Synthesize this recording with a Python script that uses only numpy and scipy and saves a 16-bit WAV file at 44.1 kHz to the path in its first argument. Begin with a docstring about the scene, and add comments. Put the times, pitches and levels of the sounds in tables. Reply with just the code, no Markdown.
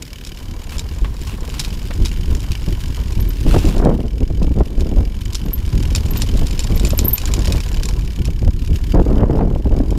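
"""A mountain bike coasts down a stony forest trail, heard from the rider's chest.
From the start wind buffets the microphone, the freehub ticks and tyres crunch over grit, while chain
and stones clack on the frame. Spruce twigs swish past; at 1 s a stick knocks and the hub briefly rests.
From 2 s bumps jolt the microphone, and from 3 s a brake disc squeaks very high, loudest around 7 s.
Near the end a far bird chirps twice as the strongest gust hits."""
import sys
import numpy as np
from scipy import signal
from scipy.fft import rfft, irfft, next_fast_len
from scipy.io import wavfile
from scipy.ndimage import uniform_filter1d, minimum_filter1d

SR = 44100
rng = np.random.default_rng(int(sys.argv[2]) if len(sys.argv) > 2 else 0)


def materialize(psi):
    """Save the field psi as 16-bit PCM at rate SR to the path in sys.argv[1].

    A 1-D psi becomes a single channel; in a 2-D psi each row is a channel.
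    """
    bounded = np.clip(np.atleast_2d(psi).T, -1, 1)
    quanta = np.round(bounded * 32767).astype(np.int16)
    wavfile.write(sys.argv[1], SR, quanta)


N = 440112
T = np.arange(N) / SR

# the trail's surface under the tyres: time_s, grit_db, tread_db
TRAIL = [(0.0, -42.5, -58.5), (0.8, -43, -47), (1.22, -39.5, -52.5), (1.47, -41, -45), (1.58, -39.5, -49.5),
         (3.33, -39, -49), (3.67, -36.5, -55), (3.84, -42, -33), (4.0, -49, -59.5), (5.34, -44, -52.5),
         (5.95, -38, -48), (7.5, -35.5, -43), (8.09, -43.5, -50.5), (8.56, -47, -55.5), (8.92, -42, -52),
         (9.2, -51, -38.5), (9.56, -51.5, -57), (9.98, -46, -52)]


def from_db(db):
    """Decibels to gain."""
    return 10 ** (np.asarray(db) / 20)


def rms_one(x):
    """Scale to unit power."""
    return x / np.sqrt(np.mean(x ** 2) + 1e-20)


def in_time(rows):
    """One automation curve for each column after time_s."""
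    s, *columns = np.transpose(rows)
    return [np.interp(T, s, c) for c in columns]


def add(out, s, sound):
    """Mix a short sound in at time s."""
    i = int(np.clip(round(s * SR), 0, N - 1))
    out[i:i + len(sound)] += sound[:N - i]


def drift(rate_hz, size=N):
    """Smooth random modulation of unit power, rolling off above rate_hz."""
    padded = next_fast_len(size, True)
    hz = np.fft.rfftfreq(padded, 1 / SR)
    smoothed = rfft(rng.standard_normal(padded)) / (1 + (hz / rate_hz) ** 4)
    return rms_one(irfft(smoothed, padded)[:size])


def colour(x, spectrum):
    """EQ of unit power gain that follows a spectrum and falls steeply past its ends."""
    size = 8192
    hz, db = np.transpose(spectrum)
    f = np.maximum(np.fft.rfftfreq(size, 1 / SR), 1)
    octaves_outside = np.maximum(np.log2(hz[0] / f), 0) + np.maximum(np.log2(f / hz[-1]), 0)
    gain = from_db(np.interp(np.log(f), np.log(hz), db) - 24 * np.minimum(octaves_outside, 3))
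    cepstrum = irfft(np.log(gain))[:size // 2]
    response = irfft(np.exp(rfft(2 * cepstrum, size)))  # minimum phase keeps attacks sharp
    return signal.fftconvolve(x, response / np.linalg.norm(response))[:len(x)]


def ring(x, hz, t60):
    """A resonance: a unit click sets a sine of height 1 ringing."""
    r, w = from_db(-60 / (t60 * SR)), 2 * np.pi * hz / SR
    return signal.lfilter([0, np.sin(w)], [1, -2 * r * np.cos(w), r * r], x + 1e-18)


def fade(t, t60):
    """Exponential decay by 60 dB in t60 seconds."""
    return np.exp(-np.log(1000) * t / t60)


def snap(clicks, t60, spectrum):
    """Each click starts a short burst of coloured noise."""
    envelope = signal.lfilter([1], [1, -fade(1 / SR, t60)], clicks + 1e-18)
    return colour(rng.standard_normal(N) * envelope, spectrum)


def strike(clicks, modes, spread_db):
    """Every click strikes each mode of a body with a strength of its own."""
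    return sum(ring(clicks * from_db(db + spread_db * np.minimum(rng.standard_normal(N), 1.3)), hz, t60)
               for hz, db, t60 in modes)


def airflow(steady_rumble_db=1.5, steady_buffet_db=-4.0, lull_s=0.033, attack_s=0.016, release_s=0.018):
    """Rumble and buffet envelopes: the steady flow sinks in the lulls, and gusts add to it in power."""
    # steady air over the microphone: time_s, rumble_db, buffet_db
    steady_flow = [(0.0, -37, -35.5), (0.99, -21.5, -35), (1.68, -26.5, -35), (2.18, -17.5, -31),
                   (2.67, -22.5, -41), (3.81, -14.5, -21), (4.08, -23, -33.5), (4.91, -21, -22),
                   (5.37, -22.5, -43.5), (5.93, -17, -26), (8.68, -17.5, -34.5), (9.23, -14.5, -22),
                   (9.65, -21, -24.5), (9.9, -18, -17.5)]
    # brief drops in that flow: middle_s, depth_db
    lulls = [(2.63, -1), (4.7, -4.5), (5.56, -1.5), (7.17, -12.5), (7.65, -1), (8.14, -11), (8.8, -3.5)]
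    # gusts on top of it: start_s, hold_s, rumble_db, buffet_db
    gusts = [(0.491, 0.056, -24, -46), (1.017, 0.022, -14.5, -40), (1.99, 0.057, -11, -31.5),
             (2.282, 0.085, -13, -28), (2.684, 0.042, -15.5, -28), (3.172, 0.1, -13, -31.5),
             (3.45, 0.23, -13.5, -26), (3.588, 0.48, -24.5, -23.5), (3.822, 0.073, -21, -15),
             (4.205, 0.032, -9.5, -21), (4.308, 0.22, -14.5, -28.5), (4.569, 0.049, -10, -18.5),
             (4.784, 0.048, -10.5, -26.5), (4.921, 0.11, -11.5, -23.5), (5.458, 0.036, -20, -25),
             (5.745, 0.063, -13.5, -40), (6.329, 0.12, -11, -25.5), (6.706, 0.17, -14, -24.5),
             (6.995, 0.074, -14, -18.5), (7.346, 0.23, -18.5, -25), (7.807, 0.064, -27, -29),
             (8.423, 0.066, -9, -27.5), (8.703, 0.032, -8.5, -26), (8.948, 0.061, -1.5, -5.5),
             (9.03, .38, -30, -20), (9.16, 0.088, -11.5, -19), (9.39, 0.12, -16, -16.5),
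             (9.648, 0.32, -15.5, -28)]
    rumble_curve, buffet_curve = in_time(steady_flow)
    lull_db = sum(db * np.exp(-((T - s) / lull_s) ** 2) for s, db in lulls)
    rumble_power = from_db(rumble_curve + lull_db + steady_rumble_db) ** 2
    buffet_power = from_db(buffet_curve + lull_db + steady_buffet_db) ** 2
    for s, hold_s, rumble_db, buffet_db in gusts:
        t = np.arange(int((attack_s + hold_s + release_s) * SR)) / SR - attack_s
        swell = np.interp(t, [-attack_s, 0, hold_s, hold_s + release_s], [0, 1, 1, 0])
        add(rumble_power, s - attack_s, (swell * from_db(rumble_db)) ** 2)
        add(buffet_power, s - attack_s, (swell * from_db(buffet_db)) ** 2)
    return np.sqrt(rumble_power), np.sqrt(buffet_power)


def wind(buffet_db=-1.0, eddy_hz=30, swell_db=2.5, puffs_per_s=90, split_hz=450,
         lumpy_low_db=2.0, lumpy_top_db=6.0, brightening=0.29, bright_from_db=-21):
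    """Large eddies rumble; small ones hit as puffs and lumps of noise, brighter in stronger flow."""
    # tone of the large eddies: freq_hz, level_db
    rumble_eq = [(11, -36), (18, 2.5), (32, 1), (51, 1), (400, -29.5), (520, -59.5), (880, -120)]
    # tone of the small eddies: freq_hz, level_db
    buffet_eq = [(70, -2.5), (130, 5), (250, 4.5), (450, -2.5), (700, -13), (1000, -22.5), (1500, -32.5),
                 (2500, -45.5)]
    rumble_gain, buffet_gain = airflow()
    eddies = np.minimum(drift(eddy_hz), 2)
    rumble = colour(rng.standard_normal(N), rumble_eq)
    rumble /= np.sqrt(uniform_filter1d(rumble ** 2, size=4000) + 1e-9)  # even out its own swells
    rumble *= from_db(swell_db * eddies)
    puffs = rms_one((rng.random(N) < puffs_per_s / SR) * rng.random(N))
    air = colour(rng.standard_normal(N) + puffs, buffet_eq)
    lows = signal.sosfiltfilt(signal.butter(2, split_hz, fs=SR, output="sos"), air)
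    top_gain = (buffet_gain / from_db(bright_from_db)) ** brightening * from_db(lumpy_top_db * eddies)
    buffet = rms_one(lows * from_db(lumpy_low_db * eddies) + (air - lows) * top_gain)
    return rumble * rumble_gain + buffet * buffet_gain * from_db(buffet_db)


def freehub(level_db=5.0, uneven_db=3.0, tick_t60=0.026, second_pawl_db=-5.5, pawl_lag_s=0.004,
            ring_db=2.0, engage_s=1, release_s=1.43):
    """Two pawls drop off each ratchet tooth in turn and ring hub and wheel; engaged, they are silent."""
    # tick rate, following the wheel: time_s, teeth_per_s
    speed = [(0.0, 38.4), (0.47, 36.1), (0.77, 41.1), (1.8, 44.6), (2.22, 42.2), (2.67, 46.2), (3.0, 45.3),
             (3.31, 37.3), (3.94, 36.9), (4.2, 41.4), (5.42, 44.5), (5.67, 39.8), (6.2, 38.6), (6.56, 43.3),
             (6.78, 39.5), (8.45, 34.4), (9.48, 41.4), (9.98, 42.9)]
    # tick loudness at the chest: time_s, level_db
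    loudness = [(0.0, -42), (1.19, -49.5), (1.64, -44.5), (3.17, -43.5), (3.64, -44.5), (3.94, -50.5),
                (5.34, -47), (6.17, -40.5), (7.23, -47), (7.45, -37.5), (8.37, -45.5), (8.92, -42.5),
                (9.31, -54), (9.98, -48.5)]
    # tone of a pawl's tick: freq_hz, level_db
    pawl_eq = [(900, -13.5), (1650, 5), (2050, 0), (2500, 6.5), (2950, -5), (3400, 5), (4300, 1.5),
               (5050, -0.5), (6200, -0.5), (7000, -2.5), (8500, -7.5), (13700, -5.5), (15500, -27)]
    # resonances of hub and wheel: pitch_hz, level_db, t60_s
    hub_modes = [(2310, -11.5, 0.055), (2817, -3.5, 0.018), (3038, -3, 0.024), (4840, -8, 0.024),
                 (5180, -5, 0.014), (6700, -11.5, 0.03)]
    teeth_per_s, click_db = in_time(speed)[0], in_time(loudness)[0]
    teeth_passed = np.floor(np.cumsum(teeth_per_s) / SR)
    first = np.flatnonzero(np.diff(teeth_passed))
    first = first[(T[first] < engage_s) | (T[first] > release_s)]
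    second = first + 1 + (pawl_lag_s * SR * rng.random(N)[first]).astype(int)
    clicks = np.zeros(N)
    clicks[first] = 1
    clicks[second[second < N]] = from_db(second_pawl_db)
    clicks *= from_db(click_db + level_db + uneven_db * rng.standard_normal(N))
    return snap(clicks, tick_t60, pawl_eq) + from_db(ring_db) * strike(clicks, hub_modes, spread_db=6.0)


def tyres(grit_db=-4.5, tread_db=4.5, grains_per_s=200, spread_db=8.5, grain_t60=0.031, knobs_db=4.0):
    """Grit snaps under the knobs over a hiss of dust; the hollow casing roars below."""
    # tone of crunching grit: freq_hz, level_db
    grit_eq = [(880, -19), (1500, 0.5), (1990, 0), (2700, -0.5), (3000, 4), (3340, 0), (5290, -1.5),
               (6010, -4.5), (7230, -5), (8620, -8.5), (13900, -9), (15500, -11.5)]
    # tone of the rolling casing: freq_hz, level_db
    tread_eq = [(300, -12.5), (450, 6.5), (620, 0), (820, -0.5), (1020, 4), (1250, -6), (1700, -9),
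                (2400, -20)]
    crunch_db, roll_db = in_time(TRAIL)
    grains = rng.random(N) < grains_per_s / SR
    strength = from_db(spread_db * np.minimum(rng.exponential(1, N), 3.4))
    bursts = rms_one(signal.lfilter([1], [1, -fade(1 / SR, grain_t60)], grains * strength))
    dusty_bursts = np.hypot(bursts, 1)  # steady dust at equal power
    crunch = rms_one(colour(rng.standard_normal(N) * dusty_bursts, grit_eq))
    roll = rms_one(colour(rng.standard_normal(N) * from_db(knobs_db * drift(58)), tread_eq))
    return crunch * from_db(crunch_db + grit_db) + roll * from_db(roll_db + tread_db)


def clacks(level_db=-9.0, crack_t60=0.017, tail_t60=0.088, tail_db=-12.0, ring_t60=0.036, ring_db=-7.0,
           frame_db=-16.5, rattles_per_s=45, rattle_db=2.0, rattle_spread_db=4.5, rough_db=-37.0):
    """Hard contacts crack and set the frame clinking; rough ground also rattles the chain lightly."""
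    # chain and stones hitting the frame: start_s, level_db, pitch_hz
    impacts = [(0.2496, -20, 5500), (0.2715, -19, 3940), (0.7827, -15, 5270), (0.794, -12.5, 5100),
               (1.595, -7, 5280), (1.5996, -8, 3900), (1.6478, -13, 4300), (2.051, -13, 4840),
               (2.0573, -9.5, 3400), (2.5178, -13.5, 4700), (3.7805, -19, 5400), (3.85, -18, 3200),
               (4.4287, -20.5, 2640), (4.807, -17, 3480), (5.332, -17, 3700), (5.347, -14, 3800),
               (5.3524, -9, 5100), (5.9504, -9, 7050), (5.9595, -6, 5370), (6.171, -16, 2760),
               (6.2192, -4, 5110), (6.468, -21, 5420), (6.5931, -10, 3020), (6.604, -16, 5350),
               (6.797, -14, 7800), (6.8498, -8, 7170), (6.87, -16, 5230), (6.905, -9, 2610),
               (6.99, -2, 5320), (7.1804, -9, 5430), (7.217, -16.5, 2870), (7.2555, -12, 6870),
               (7.3378, -6.5, 7070), (7.4555, -12.5, 5400), (7.479, -16, 4730), (7.5227, -8, 5120),
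               (7.604, -16, 5360), (7.637, -21, 3050), (7.833, -11, 5620), (7.856, -15, 7460),
               (7.888, -12, 5460), (8.2534, -13, 5300), (9.9062, -21.5, 3150)]
    # tone of the crack: freq_hz, level_db
    crack_eq = [(900, 1), (1800, -6), (2500, 0.5), (4000, 6.5), (5400, 6.5), (7200, -0.5), (8500, -1.5),
                (12000, -5), (15500, -19)]
    # resonances of the frame: pitch_hz, level_db, t60_s
    frame_modes = [(2510, 6, 0.027), (3140, -25, 0.11), (3800, 0.5, 0.049), (4860, -37, 0.018),
                   (5460, 1, 0.051), (6900, -28, 0.014), (7180, 12.5, 0.016)]
    hits, notes, t = np.zeros(N), np.zeros(N), np.arange(SR // 10) / SR
    for s, db, hz in impacts:
        add(hits, s, from_db([db + level_db]))
        add(notes, s, from_db(db + level_db + ring_db) * np.sin(2 * np.pi * hz * t) * fade(t, ring_t60))
    crunch_db = in_time(TRAIL)[0]
    roughness = from_db(np.minimum(crunch_db - rough_db, 2)) ** 2
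    rattles = rng.random(N) < rattles_per_s * roughness / SR
    rattle_gain = from_db(crunch_db + rattle_db + rattle_spread_db * rng.standard_normal(N))
    contacts = hits + rattles * rattle_gain
    cracks = snap(contacts, crack_t60, crack_eq) + from_db(tail_db) * snap(hits, tail_t60, crack_eq)
    return cracks + notes + from_db(frame_db) * strike(contacts, frame_modes, spread_db=7.0)


def twigs(level_db=12.0, scratchy_db=3.0, edge_s=0.0082, droop_db=-6.0,
          sing_hz=2780, sing_t60=0.028, sing_db=-9.0):
    """Needles drag over sleeve and frame in a scratchy swish that makes the bike sing faintly."""
    # twigs brushing past: start_s, length_s, level_db
    swishes = [(0.713, 0.058, -47.5), (1.264, 0.1, -46.5), (1.527, 0.174, -51), (3.477, 0.28, -44)]
    # tone of the dragging needles: freq_hz, level_db
    needle_eq = [(900, 7.5), (2000, 1.5), (2750, 8), (3400, 3), (5000, -0.5), (9000, -5.5), (15000, -10)]
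    contact = np.zeros(N)
    for s, length, db in swishes:
        along = np.clip((T - s) / length, 0, 1)
        gate = np.clip(np.minimum(T - s, s + length - T) / edge_s, 0, 1)
        contact += from_db(db + droop_db * along) * gate
    scratch = rng.standard_normal(N) * from_db(scratchy_db * drift(125))
    singing = from_db(sing_db) * rms_one(ring(scratch, sing_hz, sing_t60))
    return contact * (from_db(level_db) * colour(scratch, needle_eq) + singing)


def sticks(level_db=-7.0, t60=0.05, bounce_s=0.0071, bounce_db=-9.0):
    """A dead stick or loose stone flips up under a tyre: a hollow knock and a quick bounce."""
    # sticks and stones under the tyres: start_s, level_db, pitch_hz
    knocks = [(1.046, -19.5, 1120), (1.906, -20.5, 537), (6.155, -20, 1020)]
    # tone of the woody snap: freq_hz, level_db
    wood_eq = [(500, 0), (1100, -8), (1600, -7), (2400, -9), (3500, -11)]
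    hits, notes, t = np.zeros(N), np.zeros(N), np.arange(SR // 10) / SR
    for s, db, hz in knocks:
        add(hits, s, from_db([db + level_db]))
        add(hits, s + bounce_s, from_db([db + level_db + bounce_db]))
        add(notes, s, from_db(db + level_db) * np.sin(2 * np.pi * hz * t) * fade(t, t60))
    return snap(hits, t60, wood_eq) + notes


def jolts(push_db=-10.0, push_s=0.0026, case_hz=600, case_t60=0.011,
          thud_db=-3.5, thud_hz=320, thud_s=0.0026, knock_db=3.0, knock_hz=820, knock_s=0.00266):
    """A bump shakes the microphone: a push and rebound, a hollow case ring, a thud and a harder knock."""
    # bumps reaching the microphone: start_s, level_db, brightness_db
    bumps = [(2.001, -18, -27), (2.323, -16, -38), (3.542, -7, -6), (3.56, 2, -17), (3.643, -4, -21),
             (3.766, -11, -15), (3.797, -7, -13), (3.857, -6.5, -9), (3.912, -8, -12.5), (3.944, -8, -32),
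             (4.205, -15, -32), (4.416, -5, -37), (4.605, -4.5, -14.5), (4.792, -14, -25),
             (4.923, -20, -10), (5.005, -16, -12), (5.745, -13, -34), (6.701, -15, -21), (6.931, -15.5, -5),
             (7.044, -8, -22), (7.378, -10, -15), (8.284, -22, -15), (8.956, -4, -9), (8.992, -10, 0),
             (9.226, -16, -8), (9.39, -17, 1), (9.407, -18.5, 4), (9.559, -13, -14), (9.655, -7, -21),
             (9.746, -19, -36), (9.801, -2.5, -28)]
    out, t = np.zeros(N), np.arange(SR // 10) / SR
    push = np.gradient((t / push_s) ** 3 * np.exp(-t / push_s))
    hollow = np.sin(2 * np.pi * case_hz * t) * (1 - np.exp(-t / knock_s)) * fade(t, case_t60)
    for s, db, bright_db in bumps:
        add(out, s, from_db(db + push_db) * push / push.max())
        add(out, s, from_db(db + bright_db) * hollow / hollow.max())
        thud, knock = (thud_hz, thud_s, thud_db), (knock_hz, knock_s, bright_db + knock_db)
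        for hz, rise_s, part_db in (thud, knock):
            band = signal.butter(2, [hz / 2, hz * 1.03], "band", fs=SR, output="sos")
            hit = signal.sosfilt(band, rng.standard_normal(len(t)) * t * np.exp(-t / rise_s))
            add(out, s, hit / np.abs(hit).max() * from_db(db + part_db))
    return out


def brake(level_db=-11.0, swell_s=0.006, tail_db=5.0, tail_t60=0.087,
          glide_hz=250, waver_hz=170, flutter_db=4.0):
    """The pad grabs the disc for an instant: one high mode swells, slides up, wavers and rings out."""
    # squeaks of the disc: start_s, level_db, pitch_hz
    squeaks = [(3.2036, -26, 13000), (3.2838, -23, 13200), (5.4515, -34, 13200), (5.5304, -12.5, 12650),
               (6.104, -22.5, 12600), (6.1708, -22, 13480), (6.7544, -24, 13100), (6.8853, -27, 12800),
               (6.9292, -33, 12700), (6.975, -13, 12700), (7.045, -8, 12800), (7.078, -7, 13300),
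               (7.129, -2.5, 12900)]
    out, t = np.zeros(N), np.arange(SR // 8) / SR
    grab = (t / swell_s * np.exp(1 - t / swell_s)) ** 2
    tail = from_db(tail_db) * np.minimum(t / swell_s, 1) * fade(t, tail_t60)
    for s, db, hz in squeaks:
        pitch = hz + glide_hz * (.5 - np.exp(-t / swell_s)) + waver_hz * drift(350, size=len(t))
        flutter = from_db(flutter_db * drift(250, size=len(t)))
        tone = np.sin(2 * np.pi * np.cumsum(pitch) / SR)
        add(out, s, from_db(db + level_db) * (grab + tail) * flutter * tone)
    return out


def bird(length_s=0.08, bend=3.4):
    """A far bird's thin whistles fall quickly and level off."""
    # falling whistles: start_s, level at the far end of each row: from_hz, toward_hz, level_db
    chirps = [(8.555, 4840, 3930, -52), (8.885, 5400, 4520, -46)]
    out, along = np.zeros(N), np.linspace(0, 1, int(length_s * SR))
    for s, from_hz, toward_hz, db in chirps:
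        pitch = toward_hz + (from_hz - toward_hz) * np.exp(-bend * along)
        add(out, s, from_db(db) * np.sin(np.pi * along) * np.sin(2 * np.pi * np.cumsum(pitch) / SR))
    return out


def scene():
    """Bike, forest, wind and bumps in the open air, mixed dry on one microphone."""
    bike = freehub() + tyres() + clacks() + brake()
    forest = twigs() + sticks() + bird()
    return (wind() + jolts() + bike + forest)[None]


def record(dry):
    """A fast limiter ducks the biggest peaks, then a steep low-pass cuts the very top."""
    ceiling, hold_samples, cutoff_hz = 0.9, 441, 15500
    duck = ceiling / np.maximum(np.abs(dry), ceiling)
    gain = uniform_filter1d(minimum_filter1d(duck, size=hold_samples), size=hold_samples)
    return signal.sosfilt(signal.ellip(10, .2, 90, cutoff_hz, fs=SR, output="sos"), dry * gain)


dry = scene()
out = record(dry)
materialize(out)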